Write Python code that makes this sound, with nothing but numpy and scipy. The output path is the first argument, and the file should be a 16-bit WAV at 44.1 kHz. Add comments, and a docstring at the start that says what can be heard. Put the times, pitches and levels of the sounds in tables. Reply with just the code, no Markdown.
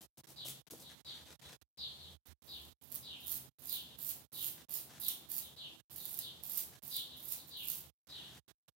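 """Soft wipes, bumps and faint rustles over a low rumble, close to a phone in a small tiled bathroom.
A sparrow chirps outside. From about 2 s a straight razor scrapes lathered stubble in short strokes.
Each stroke lands lightly, bites harder and lifts; each cut hair is a tiny bright snap, loudest in the
right microphone. A noise gate shuts each side in the lulls."""
import sys
import numpy as np
from scipy import signal
from scipy.fft import rfft, irfft
from scipy.io import wavfile
from scipy.ndimage import uniform_filter1d, minimum_filter1d

SR = 44100
rng = np.random.default_rng(int(sys.argv[2]) if len(sys.argv) > 2 else 0)


def store_pcm(level_fs):
    """Save levels as 16-bit WAV."""
    pcm = np.round(np.clip(level_fs, -1, 1) * 32767).astype(np.int16)
    wavfile.write(sys.argv[1], SR, np.atleast_2d(pcm).T)


N = 385875
TIME = np.arange(N) / SR

# steady room noise (frequency [Hz], gain [dB])
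AIR_SPECTRUM = [(30, -35.5), (52, -30), (68, -5.5), (100, -7.5), (140, 0), (200, -5), (400, -10), (800, -9),
                (1400, -14), (2300, -15.5), (3700, -10), (5500, -13.5), (8000, -15), (15500, -22)]
# hum lines (frequency [Hz], level [dB])
HUM_LINES = [(134, -73.5), (256, -79), (326, -79.5)]
# deep rumble, swells early and recedes (time [s], level [dB])
RUMBLE_LEVELS = [(0, -73), (.95, -81), (1.13, -72.5), (2.1, -65), (4.3, -78.5), (6.5, -74.5), (8.7, -75.5)]
# wipes as the razor is handled (time [s], length [s], swish level [dB], knock level [dB])
WIPES = [(0, .05, -57, -68), (0.166, 0.043, -58, -65), (0.27, 0.059, -57, -71),
         (0.448, 0.074, -43.5, -65.5), (0.453, 0.0074, -59.5, -46.5), (0.706, 0.02, -46.5, -62.5),
         (0.722, 0.04, -57, -60.5), (0.77, 0.076, -55.5, -64)]
# swish of a wipe (frequency [Hz], gain [dB])
SWISH_SPECTRUM = [(700, -13), (2000, -14), (3200, -8), (6000, -4.5), (9000, -4), (13000, -3), (15700, -6.5)]
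# dull knock of a wipe (frequency [Hz], gain [dB])
KNOCK_SPECTRUM = [(100, -5.5), (200, -3), (330, -0.5), (480, -5), (750, -6), (1300, -15), (3000, -33.5)]
# faint short bursts of rustle as the gate opens (time [s], length [s], level [dB], right minus left [dB])
RUSTLES = [(.238, .016, -60.5, 7), (.666, .025, -60.5, -4), (.89, .055, -58.5, 0), (.968, .045, -62.5, 7),
           (1.06, .17, -60.5, 0), (1.261, .078, -58, 0), (1.392, .15, -57.5, 0), (1.612, .018, -60, 8),
           (2.26, .065, -62, 7), (4.57, .06, -61, 0), (4.89, .1, -58, 0), (5.793, .014, -60, 8),
           (6.72, .075, -61, 1), (8.067, .32, -61.5, 2), (8.474, .05, -63, 7), (8.622, .02, -61, 8),
           (8.681, .014, -61.5, 8)]
# rustle (frequency [Hz], gain [dB])
RUSTLE_SPECTRUM = [(150, -5), (500, -5), (1300, -7), (1850, -3.5), (2300, -9), (3600, -5.5), (5000, -10),
                   (6400, -8.5), (7600, -12), (15000, -17)]
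# soft bumps, hollow knocks (time [s], frequency [Hz], level [dB], t60 [s])
BUMPS = [(0.179, 146.3, -59.5, 0.25), (.46, 134, -56.5, 1), (.721, 322, -53, 0.24),
         (.736, 465, -42.5, 0.03), (2.282, 80, -50, 0.16)]
# sparrow (time [s], starting pitch [Hz], length [s], level [dB])
CHIRPS = [(0.355, 4343, .115, -46.5), (.81, 4100, 0.1, -55.5), (1.043, 4400, .1, -46.5),
          (1.42, 3904, 0.059, -56), (1.773, 4435, 0.095, -41.5), (1.979, 4131, 0.11, -53.5),
          (2.468, 4473, 0.12, -48), (3.019, 4410, 0.15, -48), (3.217, 3680, 0.05, -53),
          (3.674, 4518, 0.13, -45), (3.887, 3650, .052, -59), (4.328, 4300, .12, -48.5),
          (5.009, 4384, 0.11, -46), (5.399, 3886, 0.092, -55), (5.558, 4200, 0.12, -47),
          (5.961, 4250, .11, -55.5), (6.191, 4365, 0.11, -46.5), (6.903, 4450, 0.11, -40.5),
          (7.10, 3850, 0.068, -53), (7.361, 4210, 0.05, -55.5), (7.499, 4340, 0.15, -46),
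          (8.079, 4464, 0.14, -49), (8.211, 3807, 0.074, -53)]
# louder chirps fall faster (level [dB], pitch fall [Hz/s])
CHIRP_FALL = [(-56, 6000), (-48.5, 11700)]
# blade strokes and touches (time [s], draw [s], lift [s], end-of-draw level [dB], growth over draw [dB])
STROKES = [(2.259, .004, 0.032, -54, 5), (2.396, 0.14, 0.18, -54.5, 12), (2.816, .09, 0.017, -54.5, 4),
           (2.917, .043, .012, -46, 10), (3.19, .13, 0.072, -32, 30), (3.588, 0.14, 0.06, -32, 23.5),
           (3.979, 0.13, 0.011, -31, 13), (4.326, .14, .05, -32, 13), (4.694, .055, 0.068, -31.5, 11),
           (4.999, .1, 0.02, -35.5, 3), (5.29, 0.094, .022, -33.5, 6.5), (5.905, 0.049, .01, -47.5, -2.5),
           (5.949, 0.18, 0.058, -39.5, 6), (6.429, 0.16, 0.046, -30.5, 15.5),
           (6.826, 0.14, 0.041, -36.5, 10), (7.165, .16, .04, -33.5, 21), (7.47, 0.027, 0.01887, -49.5, 3),
           (7.566, 0.1425, .115, -35, 15.5)]
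# thickest hairs (time [s], level [dB])
SNAPS = [(2.9187, -29), (2.9235, -27.5), (2.9447, -25.5), (2.9518, -25.5), (2.9582, -24), (3.27, -27),
         (3.2804, -25), (3.3033, -28), (3.3252, -24.5), (3.3555, -25), (4.4272, -23), (4.4664, -23.5),
         (5.0836, -15), (5.0865, -16.5), (5.3174, -21.5), (5.3811, -21.5), (5.3893, -25), (5.9624, -29.5),
         (6.0545, -24), (6.143, -25.5), (6.1751, -28), (6.1898, -18), (6.4364, -26), (6.4976, -25.5),
         (6.51, -27.5), (6.5742, -19.5), (6.58, -22), (6.9659, -20.5), (7.3228, -19.5), (7.6845, -20.5),
         (7.7001, -18.5)]
# snap direct from the blade (frequency [Hz], gain [dB])
BLADE_SPECTRUM = [(300, -40.5), (1500, -33), (3500, -25.5), (5300, -23), (8400, -25), (9800, -14.5),
                  (10800, -8), (11900, -9.5), (12600, -4.5), (13100, -1), (13800, -2), (14500, -6),
                  (15700, -8)]
# snap off the tiles (frequency [Hz], gain [dB])
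TILE_SPECTRUM = [(300, -14), (1500, -18), (2300, -13), (3300, -7.5), (5200, -7), (6500, -6.5), (8300, -4.5),
                 (9800, -2.5), (11800, -4.5), (13100, -11), (15700, -2.5)]


def undb(db):
    """Decibels to gain."""
    return 10 ** (np.asarray(db) / 20)


def unit(x):
    """Scale to rms 1."""
    return x / np.sqrt(np.mean(x ** 2))


def sides(left_db, right_db):
    """Gain column for the two microphones."""
    return undb([[left_db], [right_db]])


def colour(x, spectrum, size=8192):
    """Minimum-phase filter through (Hz, dB) points; keeps the power of white noise."""
    hz, db = np.transpose(spectrum)
    grid_hz = np.maximum(np.arange(size // 2 + 1) * SR / size, 1)
    gain = undb(np.interp(np.log(grid_hz), np.log(hz), db))
    cepstrum = irfft(np.log(gain))
    cepstrum[1:size // 2] *= 2
    cepstrum[size // 2 + 1:] = 0
    response = irfft(np.exp(rfft(cepstrum)))
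    response /= np.linalg.norm(response)
    return signal.fftconvolve(np.atleast_2d(x), response[None], axes=1)[:, :N]


def room(x, t60_s, build_s):
    """Diffuse echoes build and decay, uncorrelated left and right."""
    t = TIME[:SR]
    envelope = np.exp(-np.log(1000) * t / t60_s) * (1 - np.exp(-t / build_s))
    tail = rng.standard_normal((2, SR)) * envelope
    tail /= np.linalg.norm(tail, axis=1, keepdims=True)
    return signal.fftconvolve(np.atleast_2d(x), tail, axes=1)[:, :N]


def wander(rate_hz):
    """Smooth random drift, rms 1."""
    step = max(int(SR / rate_hz), 1)
    stairs = np.repeat(rng.standard_normal(N // step + 1), step)
    return unit(uniform_filter1d(stairs, step)[:N])


def swell(start_s, length_s):
    """Rounded rise and fall."""
    progress = np.clip((TIME - start_s) / length_s, 0, 1)
    return np.sqrt(np.abs(np.sin(np.pi * progress))) * (TIME < start_s + length_s)


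def background(air_db=-61.5, hiss_db=-63, shared_hz=600, rumble_band_hz=(64, 84)):
    """Room noise, alike on both sides in the bass; deep rumble, wavering hum, thin hiss."""
    shared = signal.sosfilt(signal.butter(1, shared_hz, fs=SR, output="sos"), rng.standard_normal(N))
    air = unit(colour(1.56 * shared + rng.standard_normal((2, N)), AIR_SPECTRUM)) * undb(air_db)
    band = signal.butter(4, rumble_band_hz, "band", fs=SR, output="sos")
    rumble = unit(signal.sosfilt(band, rng.standard_normal(N) + rng.standard_normal((2, N))))
    rumble *= undb(np.interp(TIME, *np.transpose(RUMBLE_LEVELS)))
    hum = np.zeros(N)
    for hz, db in HUM_LINES:
        gain = undb(db + 4 * wander(5.5))
        pitch_hz = hz + 3.47 * wander(14)
        hum += gain * np.sin(2 * np.pi * np.cumsum(pitch_hz) / SR)
    hiss = colour(rng.standard_normal((2, N)), [(3000, -30.5), (8000, -6.5), (12800, 8), (15700, -3.5)])
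    hiss *= undb(hiss_db) * sides(left_db=-9.5, right_db=-4.5)
    return air + (hum + rumble) * sides(left_db=-2, right_db=4) + hiss


def wipes_and_rustles(flicker_db=3.19, echo_db=-4.5):
    """Flickering noise: brief swishes, each with a dull knock, and faint bursts of rustle."""
    swish = sum(undb(db) * swell(s, length_s) for s, length_s, db, _ in WIPES)
    knock = sum(undb(db) * swell(s, length_s) for s, length_s, _, db in WIPES)
    rustle = sum(undb(db) * burst(s, length_s) * sides(-pan_db / 2, pan_db / 2)
                 for s, length_s, db, pan_db in RUSTLES)
    noise = unit(rng.standard_normal(N) * undb(flicker_db * wander(400)))
    wipes = colour(swish * noise, SWISH_SPECTRUM) + colour(knock * noise, KNOCK_SPECTRUM)
    direct = wipes + colour(rustle * noise, RUSTLE_SPECTRUM)
    echoes = undb(echo_db) * room(direct, t60_s=0.3, build_s=0.0025)
    return direct * sides(left_db=-2, right_db=-4) + echoes


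def bumps():
    """Each bump rings one low resonance."""
    out = np.zeros(N)
    for start_s, hz, db, t60_s in BUMPS:
        age_s = np.maximum(TIME - start_s, 0)
        out += undb(db) * np.exp(-np.log(1000) * age_s / t60_s) * np.sin(2 * np.pi * hz * age_s)
    return out


def burst(start_s, length_s, attack_s=.003, release_s=.006):
    """Flat envelope with quick start and stop."""
    attack = np.clip((TIME - start_s) / attack_s, 0, 1)
    release = np.clip((start_s + length_s - TIME) / release_s, 0, 1)
    return attack * release


def sparrow(trill_hz=230, trill_depth=0.14, rasp_depth=0.044, steadying=0.389, tail_db=-8):
    """Buzzy chirps that steady as they fall, smeared by bathroom and yard echoes."""
    pitch_hz, buzz, envelope = np.zeros((3, N))
    for start_s, high_hz, length_s, db in CHIRPS:
        fall_hz = length_s * np.interp(db, *np.transpose(CHIRP_FALL))
        progress = np.clip((TIME - start_s) / length_s, 0, 1)
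        pitch_hz = np.where(TIME >= start_s, high_hz - fall_hz * progress, pitch_hz)
        buzz = np.where(TIME >= start_s, 1 - steadying * progress, buzz)
        envelope += undb(db) * swell(start_s, length_s)
    trill = np.sin(2 * np.pi * np.cumsum(trill_hz * (1 + .15 * wander(60))) / SR)
    pitch_hz *= 1 + buzz * (trill_depth * trill + rasp_depth * wander(900))
    song = envelope * np.sin(2 * np.pi * np.cumsum(pitch_hz) / SR)
    bathroom = room(song, t60_s=0.31, build_s=0.00074)
    yard = undb(tail_db) * room(song, t60_s=0.73, build_s=0.033)
    return (bathroom + yard) * sides(left_db=2.5, right_db=3)


def blade_pressure(lift_db=14, smooth_s=0.0042):
    """The blade lands, typically bites harder along the draw, then lifts."""
    pressure = np.zeros(N)
    for start_s, draw_s, lift_s, db, growth_db in STROKES:
        shape_db = np.interp(TIME - start_s, [0, draw_s, draw_s + lift_s], [-growth_db, 0, -lift_db])
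        pressure += undb(db + shape_db) * (TIME > start_s) * (TIME < start_s + draw_s + lift_s)
    return uniform_filter1d(pressure, int(smooth_s * SR)).clip(0)


def stubble_rasp(pressure, hairs_per_s=520, scatter_db=7, chatter_s=0.00022, drag_db=-13, gain_db=-4):
    """Uneven hairs set the thin edge chattering, over the smooth drag of steel on lather."""
    thickness = undb(scatter_db * np.clip(rng.standard_normal(N), -2, 1))
    work = (rng.random(N) < hairs_per_s / SR) * thickness ** 2
    chatter = signal.lfilter([1], [1, -np.exp(-1 / (chatter_s * SR))], work)
    rasp = unit(np.sqrt(chatter) * rng.standard_normal(N))
    rasp += undb(drag_db) * rng.standard_normal(N)
    # even out the rasp's loudness so it follows the blade pressure
    rasp /= np.sqrt(uniform_filter1d(rasp ** 2, size=1000))
    return rasp * pressure * undb(gain_db)


def hair_snaps(pressure, per_s=70, spread_db=3, grip=.65, rebound=0.73, rebound_s=.0007, gain_db=10):
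    """Coarse hairs break at once and the edge springs back; the random ones grow with pressure."""
    size = undb(-10 + spread_db * np.clip(rng.standard_normal(N), -2, 1.5))
    snaps = (rng.random(N) < per_s / SR) * size * pressure ** grip
    for time_s, db in SNAPS:
        snaps[int(time_s * SR)] += undb(db)
    breaks = np.flatnonzero(snaps)
    returns = breaks + (rebound_s * SR * (.5 + rng.random(N)[breaks])).astype(int)
    snaps[np.minimum(returns, N - 1)] -= rebound * snaps[breaks]
    return undb(gain_db) * snaps


def razor():
    """Rasp and snaps, direct and off the tiles; the right microphone favours the top octave."""
    pressure = blade_pressure()
    cuts = stubble_rasp(pressure) + hair_snaps(pressure)
    direct = colour(cuts, BLADE_SPECTRUM)
    reflected = colour(cuts, TILE_SPECTRUM)
    tiles = room(reflected, t60_s=0.33, build_s=0.0004) * sides(left_db=-6, right_db=-10)
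    sheen = room(direct, t60_s=0.31, build_s=0.00063) * sides(left_db=-29.5, right_db=-3.5)
    return direct * sides(left_db=-28, right_db=1.5) + tiles + sheen


def gate(x, sense_hz=2200, sense_s=0.0069, hold_s=.008, fade_s=0.0028, shut_db=-44, knee_db=0.4):
    """Per-side noise gate: opens on treble above its floor, holds briefly, fades fast."""
    treble = signal.sosfilt(signal.butter(2, sense_hz, "high", fs=SR, output="sos"), x)
    level = np.sqrt(uniform_filter1d(treble ** 2, int(sense_s * SR)))
    floor = np.percentile(level, 4, axis=1, keepdims=True)
    threshold = floor * sides(left_db=4.5, right_db=2.5)
    over_db = 20 * np.log10(level / threshold)
    shut = minimum_filter1d(np.clip(.5 - over_db / knee_db, 0, 1), int(hold_s * SR))
    target = undb(shut_db * shut)
    pole = np.exp(-1 / (fade_s * SR))
    fading = signal.lfilter([1 - pole], [1, -pole], target)
    return x * np.maximum(target, fading)


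def scene():
    """Razor, bird, small noises and room."""
    return razor() + sparrow() + wipes_and_rustles() + bumps() + background()


def record(dry, low_hz=58, top_hz=15850):
    """The phone gates the lulls, cuts the deep bass and the very top."""
    thin = signal.sosfilt(signal.butter(6, low_hz, "high", fs=SR, output="sos"), gate(dry))
    return signal.sosfilt(signal.ellip(10, .2, 70, top_hz, fs=SR, output="sos"), thin)


dry = scene()
out = record(dry)
store_pcm(out)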